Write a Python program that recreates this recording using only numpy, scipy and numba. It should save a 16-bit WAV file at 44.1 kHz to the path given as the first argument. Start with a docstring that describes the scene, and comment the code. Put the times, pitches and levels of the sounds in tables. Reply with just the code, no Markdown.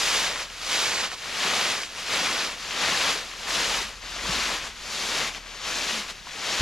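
"""A forest path deep in dry leaves: someone walks along it at a fairly even pace, phone in hand.
Each step ploughs and crushes the layer: thousands of tiny fractures, each a short decaying ring, merge
into a rustle. Loose leaves tick, a dozen stalks snap, and dull low bumps sound as short cosine pulses.
Far-off engines drone as two wavering low tones, each with a weaker octave, under the quiet of the wood,
which is filtered noise. One soft low tone slides down late on."""
import sys
import numpy as np
from scipy import signal
from scipy.fft import rfft, irfft, next_fast_len
from scipy.io import wavfile
from numba import njit

SR = 44100
rng = np.random.default_rng(int(sys.argv[2]) if len(sys.argv) > 2 else 0)


def dump_mix(stems):
    """Bounce the given channels to the path in sys.argv[1] as a 16-bit WAV at rate SR."""
    frames = np.atleast_2d(stems).T  # one column per channel
    limited = np.clip(frames, -1, 1)  # hard clip at full scale
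    pcm = np.round(limited * 32767).astype(np.int16)
    wavfile.write(sys.argv[1], SR, pcm)


N = 291501
TIME = np.arange(N) / SR  # s

# Spectrum of the murmur of the open air: (f/Hz, relative level/dB per Hz)
WOOD_SPECTRUM = [(15, -7), (28, -6), (50, 4), (100, 2), (200, -1), (320, -6), (500, -12), (1500, -28),
                 (6000, -16), (15000, -33)]
# Distant engines at rest: (t/s, firing rate f/Hz, relative level/dB)
IDLING = [(0, 38.7, -52), (.4, 39.4, -54.5), (1.6, 38.3, -64), (2.4, 38.5, -58), (4.4, 38.6, -50.5),
          (5, 39, -58), (5.5, 38.6, -52), (6.6, 39.5, -59)]
# Distant engines under load: (t/s, firing rate f/Hz, relative level/dB)
PULLING = [(3.5, 48.5, -52), (3.9, 49.7, -48.5), (4.3, 54.8, -44), (4.6, 59.6, -54.5), (4.9, 60.2, -55.5)]
# Dull low bumps, the first very faint: (t/s, level/dB, f/Hz)
BUMPS = [(2.86, -39, 90), (4.298, -24.5, 172)]
# Stalks and stiff leaves that snap: (t/s, relative level/dB, ring f/Hz)
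SNAPS = [(0.359, -11.5, 2270), (0.501, -21.5, 3000), (1.117, -19, 1490), (1.333, -24, 1890),
         (1.612, -6, 2550), (1.834, -13, 2300), (2.709, -11, 2800), (3.314, -20, 2150), (3.886, -23, 3280),
         (4.936, -14, 2820), (5.348, -17, 2480), (6.271, -21, 960)]
# Spectrum of the rustling layer: (f/Hz, relative level/dB per Hz)
LEAF_SPECTRUM = [(41, -25), (70, -6), (110, -14), (196, -7.5), (344, -7.5), (504, -4.5), (863, -5.5),
                 (1130, -2.5), (1580, -2), (3310, -1.5), (4640, -2), (7100, -6.5), (8310, -10.5),
                 (12400, -21.5), (14900, -26.5)]
# How heavily the foot packs the leaves underneath: (t/s, low thud level/dB)
WEIGHT = [(0, -2.5), (4.4, 2), (6.6, 1.5)]
# How widely the moving leaves lie around the phone: (t/s, spread of directions 0-1)
SPREAD = [(0, 0.43), (3.75, 0.42), (4.05, 0.27), (6.6, 0.2)]
# Strides, in which the foot swings through the leaves, presses them down and leaves them:
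# (start t/s, swing/s, press/s, relative level/dB at the start, on landing and at the end of the press,
#  release/s, crispness/dB on landing, crispness/dB once trodden)
STEPS = [(-0.2, 0.24, 0.22, -30, -25, -24.5, 0.11, 4, -1.5),
         (0.51, 0.24, 0.3, -44, -25, -26.5, 0.039, 2.5, -2.5),
         (1.17, 0.31, 0.25, -40.5, -22.5, -25, 0.093, -2, 0.3),
         (1.99, 0.15, 0.29, -42, -24.5, -27, 0.11, -1, -1),
         (2.599, 0.23, 0.27, -40.5, -24, -23.5, 0.09, -1.5, -0.5),
         (3.35, 0.2, 0.25, -45, -26, -27, 0.075, 1, -0.2),
         (4.03, 0.3, 0.21, -40, -26.7, -27, 0.067, 0.5, -2),
         (4.76, 0.18, 0.29, -44, -33, -26.5, 0.066, 3.5, -1),
         (5.58, 0.092, 0.31, -44, -30.5, -29, 0.069, 2.5, 0.5),
         (6.268, 0.21, 0.24, -42.5, -29, -26.5, 0.06, 0.5, 3)]
# Short flicks of a toe or heel at the edges of the steps: (t/s, half length/s, relative level/dB)
FLICKS = [(0.41, 0.028, -30.5), (1.131, 0.018, -31), (1.83, 0.013, -35), (1.994, 0.041, -35),
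          (2.45, 0.011, -32.5), (3.495, 0.015, -34), (3.82, 0.012, -34.5), (4.654, 0.041, -33.5),
          (5.28, 0.013, -31), (5.363, 0.02, -35), (5.529, 0.04, -39), (6.102, 0.017, -34)]
# Leaves that go on stirring between the steps: (t/s, relative level/dB)
STIRRING = [(0.5, -45), (1.2, -42.5), (3.3, -39.5), (4, -44), (6.6, -45)]
# Direction of the rustle as the phone slowly turns: (t/s, left minus right level/dB)
TURN = [(0, 3), (0.9, 2), (3.7, 3.5), (4.4, 4), (6.6, 4.5)]
# Swing of the rustle to the left as a foot comes forward: right foot, left foot (level/dB)
FOOT_PAN_DB = [1.0, 2]
# Colour of the two microphone ports: (f/Hz, level/dB)
LEFT_PORT = [(300, -2.5), (1000, 1.5), (1500, 0.37), (2500, 2), (5500, -1), (7100, -0.5), (8050, -9.5),
             (9500, 2), (12400, 2.8), (14000, 0)]
RIGHT_PORT = [(300, -1.5), (1000, 0.9), (1500, -1.3), (2500, -1.5), (5500, 0.3), (7600, 2), (8200, 0),
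              (9800, 1), (12400, 3.5), (14000, 2.5)]

PAN_WAIT_S, PAN_RISE_S, PAN_FALL_S = 0.082, 0.15, 0.5  # counted from the end of the press before
LIFT_S, FRESH_DB = 0.02, 0.4  # fade-in and crispness of the leaves as the foot lifts
TRODDEN_LAG_S = 0.078  # the leaves lie flattest just after the press
BODY_PRESS_DB, BODY_SWING_DB = 0.02, -1.3  # body of the layer under full weight, with the foot in the air
RELEASE_BEND = 1.14  # above 1 the rustle dies ever faster as the foot leaves
TOP_HZ = 14900


def undb(db):
    """Level law: decibels to amplitude gain."""
    return 10 ** (np.asarray(db) / 20)


def unit(x):
    """Normalisation: scale to rms 1."""
    return x / np.sqrt(np.mean(x ** 2))


def curves(table):
    """Linear interpolation: the columns of a table, joined by straight lines in time."""
    s, *columns = np.transpose(table)
    return [np.interp(TIME, s, c) for c in columns]


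def walk(per_s):
    """Random modulation: Gaussian values drawn per_s times a second, joined by straight lines."""
    knots = np.arange(0, TIME[-1] + 1, 1 / per_s)
    return np.interp(TIME, knots, rng.standard_normal(len(knots)))


def band(x, lo_hz, hi_hz):
    """Zero-phase filtering: a band-pass run forwards and backwards."""
    edges = [lo_hz, min(hi_hz, SR / 2 - 1)]
    return signal.sosfiltfilt(signal.butter(2, edges, "band", fs=SR, output="sos"), x)


def colour(x, points):
    """Minimum phase: a causal filter with the given (f/Hz, level/dB) response, by way of the cepstrum."""
    hz, db = np.transpose(points)
    size = 2 * next_fast_len(N)
    bins = np.maximum(np.arange(size // 2 + 1) * SR / size, 1)
    response_db = np.interp(np.log(bins), np.log(hz), db)
    cepstrum = irfft(np.log(undb(response_db)))
    # folding the cepstrum onto positive times makes the filter causal
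    cepstrum[1:size // 2] *= 2
    cepstrum[size // 2 + 1:] = 0
    return irfft(rfft(x, size) * np.exp(rfft(cepstrum)))[..., :N]


@njit
def grains(start, hz, cycles, size):
    """Damped oscillation: a sum of rings; start in samples, cycles until 1 / e."""
    out = np.zeros(N)
    for k in range(len(start)):
        decay = hz[k] / (cycles[k] * SR)
        pole = 2j * np.pi * hz[k] / SR - decay
        first = int(np.ceil(start[k]))
        z = size[k] * np.exp(pole * (first - start[k]))
        p = np.exp(pole)
        for i in range(max(first, 0), min(N, first + int(5 / decay) + 1)):
            out[i] += z.imag * min((i - start[k]) / 3, 1.)  # onset over three samples
            z *= p
    return out


def wood(level_db=-54, side_db=-9, buffet_db=-59):
    """Diffuse field: a low murmur of open air, and slight buffeting of the moving phone, separate at each port."""
    mid, side = unit(colour(rng.standard_normal((2, N)), WOOD_SPECTRUM))
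    murmur = mid + undb(side_db) * np.array([side, -side])
    buffet_spectrum = [(10, 0), (25, 0), (60, -7), (150, -21), (1000, -60)]
    buffet = unit(colour(rng.standard_normal((2, N)), buffet_spectrum))
    return undb(level_db) * murmur + undb(buffet_db) * buffet


def engine(table, gain_db, second_db, fade_s, waver_db):
    """Propagation: only the firing tone and its octave carry this far, wavering on the way through the air."""
    hz, db = curves(table)
    phase = 2 * np.pi * (np.cumsum(hz) / SR + rng.random())
    waver = np.interp(TIME, np.linspace(0, TIME[-1], 60), rng.standard_normal(60))
    # seconds before the first or after the last row of the table
    outside = np.maximum(table[0][0] - TIME, 0) + np.maximum(TIME - table[-1][0], 0)
    gain = np.sqrt(2) * undb(db + gain_db + waver_db * waver) * np.exp(-outside / fade_s)
    return gain * (np.sin(phase) + undb(second_db) * np.sin(2 * phase))


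def low_tone(start_s=5.905, length_s=0.14, from_hz=240, to_hz=192, level_db=-38.0):
    """Frequency glide: one short, soft, low tone slides down as a step ends."""
    along = np.clip((TIME - start_s) / length_s, 0, 1)
    phase = 2 * np.pi * np.cumsum(from_hz + (to_hz - from_hz) * along) / SR
    return undb(level_db) * np.sin(np.pi * along ** 0.66) * np.sin(phase)


def bumps(cycles=1.0):
    """Gaussian pulse: a dull low bump is a cosine that swells and dies within a few periods."""
    total = np.zeros(N)
    for s, db, hz in BUMPS:
        since = TIME - s
        envelope = np.exp(-(since * hz / cycles) ** 2)
        total -= undb(db) * np.cos(2 * np.pi * hz * since) * envelope
    return total


def settling(per_s=40, level_db=-34, scatter_db=4, cycles=0.35):
    """Random impacts: kicked leaves fall back and tick one by one, at any moment of the walk."""
    when, stiffness, strength, side, sign = rng.random((int(per_s * N / SR), 5)).T
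    hz = 1000 * 2 ** (2.7 * stiffness)
    size = undb(level_db + scatter_db * np.minimum(-np.log(strength), 3)) * np.sign(sign - .5)
    ring = np.full(len(hz), cycles)
    ports = []
    for ear in (.5, -.5):  # left, right; side 0 is sooner and louder at the left port
        start = when * N + ear * (2 * side - 1)
        ports.append(grains(start, hz, ring, size * (1 + ear * (1 - side))))
    return band(np.array(ports), 360, 7000)


def snaps(cycles=1.0, gain_db=-2.5, splinter_s=0.00358, splinter_db=-8):
    """Brittle fracture: a stalk breaks with one sharp tick, and a smaller splinter follows."""
    s, db, hz = np.transpose(SNAPS)
    wait, detune = rng.random((len(s), 2)).T
    ring = np.full(len(s), cycles)
    tick = grains(s * SR, hz, ring, undb(db + gain_db))
    splinter_start = (s + splinter_s * wait) * SR
    splinter = grains(splinter_start, hz * (.5 + detune), ring, undb(db + splinter_db))
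    return band(tick + splinter, 650, 9000)


def bearing(ahead_db=3.0):
    """Interaural level difference: how far left the rustle lies, in dB; the feet take turns."""
    pan_db, = curves(TURN)
    for k, (s, swing, press, *_) in enumerate(STEPS):
        times = s + swing + press + np.cumsum([PAN_WAIT_S, PAN_RISE_S, PAN_FALL_S])
        pan_db = pan_db + np.interp(TIME, times, [0, FOOT_PAN_DB[k % 2], 0])
    return pan_db - ahead_db


def crush():
    """Addition of powers: strides, flicks and stirring sum to the level of the rustle in dB."""
    power = undb(curves(STIRRING)[0]) ** 2
    for s, swing, press, start_db, land_db, end_db, release, *_ in STEPS:
        end = s + swing + press
        lift = np.maximum(s - TIME, 0) / LIFT_S
        leave = (np.maximum(TIME - end, 0) / release) ** RELEASE_BEND
        stride_db = np.interp(TIME, [s, s + swing, end], [start_db, land_db, end_db])
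        power = power + (undb(stride_db) * np.exp(-lift - leave)) ** 2
    for s, half, db in FLICKS:
        power = power + undb(db) ** 2 * np.exp(-((TIME - s) / half) ** 2)
    return 10 * np.log10(power)


def depth():
    """Compaction: body and crispness of the layer in dB as the foot swings, lands and treads it down."""
    body, crisp = [], []
    for s, swing, press, *_, crisp_db, trodden_db in STEPS:
        land = s + swing
        body += [(s, BODY_SWING_DB), (land, BODY_PRESS_DB), (land + press / 2, BODY_PRESS_DB)]
        crisp += [(s + LIFT_S, FRESH_DB), (land, crisp_db), (land + press + TRODDEN_LAG_S, trodden_db)]
    return curves(body)[0], curves(crisp)[0]


def crumple(per_s, burst_s, cycles, scatter_db, count,
            lag_ahead=0.23, lag_per_db=0.58, lag_spread=0.84, pan_spread_db=4.5):
    """Crackling noise: leaves buckle in bursts of count fractures, each leaf with its own size, pitch and place."""
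    leaves = int(per_s * N / SR)
    chance = rng.random((leaves, 5 + 4 * count)).T
    when, stiffness = chance[:2]
    strength, side, tilt = np.sqrt(3) * (2 * chance[2:5] - 1)
    wait, force, detune, sign = chance[5:].reshape(4, count, leaves)
    at = (when * N).astype(int)
    start = (at + wait * burst_s * SR) % N
    hz = (120 + 15000 * stiffness ** 1.4) * (.75 + .5 * detune)
    # high rings are shorter, so they start stronger: the heap as a whole is even in pitch
    size = undb(scatter_db * strength) * (.5 + force) * np.sign(sign - .5) * hz ** .64
    # a leaf on the left reaches the left port sooner (lag in samples); levels scatter between the ports
    spread = np.abs(curves(SPREAD)[0][at])
    lag = lag_ahead - lag_per_db * bearing()[at] + lag_spread * np.sqrt(spread) * side
    pan_db = pan_spread_db * spread * tilt
    ring = np.full(hz.size, cycles)
    ports = []
    for ear in (.5, -.5):  # left, right
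        port_size = size * undb(ear * pan_db)
        ports.append(grains((start + ear * lag).ravel(), hz.ravel(), ring, port_size.ravel()))
    return unit(np.array(ports))


def footsteps(level_db=-0.71, uneven_db=0.6, patchy_db=0.5, weight_share=0.11):
    """Superposition: rubbing, crunch and scrapes follow the foot, their body and treble set by the tread."""
    crush_db = crush() + uneven_db * walk(per_s=30)
    weight_db, = curves(WEIGHT)
    body_db, crisp_db = depth()
    pan_db = bearing()
    rubbing = crumple(per_s=14000, burst_s=.02, cycles=1.31, scatter_db=2.5, count=4)
    crunch = crumple(per_s=2200, burst_s=.004, cycles=1.0, scatter_db=3.0, count=3)
    # curled, stiff leaves ring longer as they scrape past each other
    scrapes = crumple(per_s=550, burst_s=.03, cycles=21.0, scatter_db=1.0, count=4)
    # the coarse fractures happen under the top leaves, which muffle them
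    rustle = rubbing + undb(-6) * band(crunch, 220, 4060) + undb(-7.5) * band(scrapes, 1270, 8000)
    rustle = band(colour(rustle, LEAF_SPECTRUM), 62, 15000)
    rustle /= np.std(band(rustle.mean(axis=0), 900, 9000))
    # thud, body and crispness each raise or lower one band of the rustle
    rustle = rustle + band(rustle, 90, 320) * (undb(weight_db) - 1)
    hollow_db = body_db + weight_share * weight_db + patchy_db * walk(per_s=16)
    rustle = rustle + band(rustle, 160, 1280) * (undb(hollow_db) - 1)
    rustle = rustle + band(rustle, 3500, 17000) * (undb(crisp_db + 0.5) - 1)
    return rustle * undb(level_db + crush_db + np.array([pan_db, -pan_db]) / 2)


def scene():
    """Linear superposition: the steps close by over the distant drone."""
    idling = engine(IDLING, gain_db=3.0, second_db=-12, fade_s=0.3, waver_db=1.5)
    pulling = engine(PULLING, gain_db=0.5, second_db=-14, fade_s=0.091, waver_db=4.0)
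    background = wood() + idling + pulling + low_tone()
    return background + bumps() + settling() + snaps() + footsteps()


def record(dry):
    """Transducer response: each port colours the sound in its own way; the phone cuts the top."""
    ports = np.array([colour(dry[0], LEFT_PORT), colour(dry[1], RIGHT_PORT)])
    return signal.sosfilt(signal.ellip(10, .2, 80, TOP_HZ, fs=SR, output="sos"), ports)


dry = scene()
out = record(dry)
dump_mix(out)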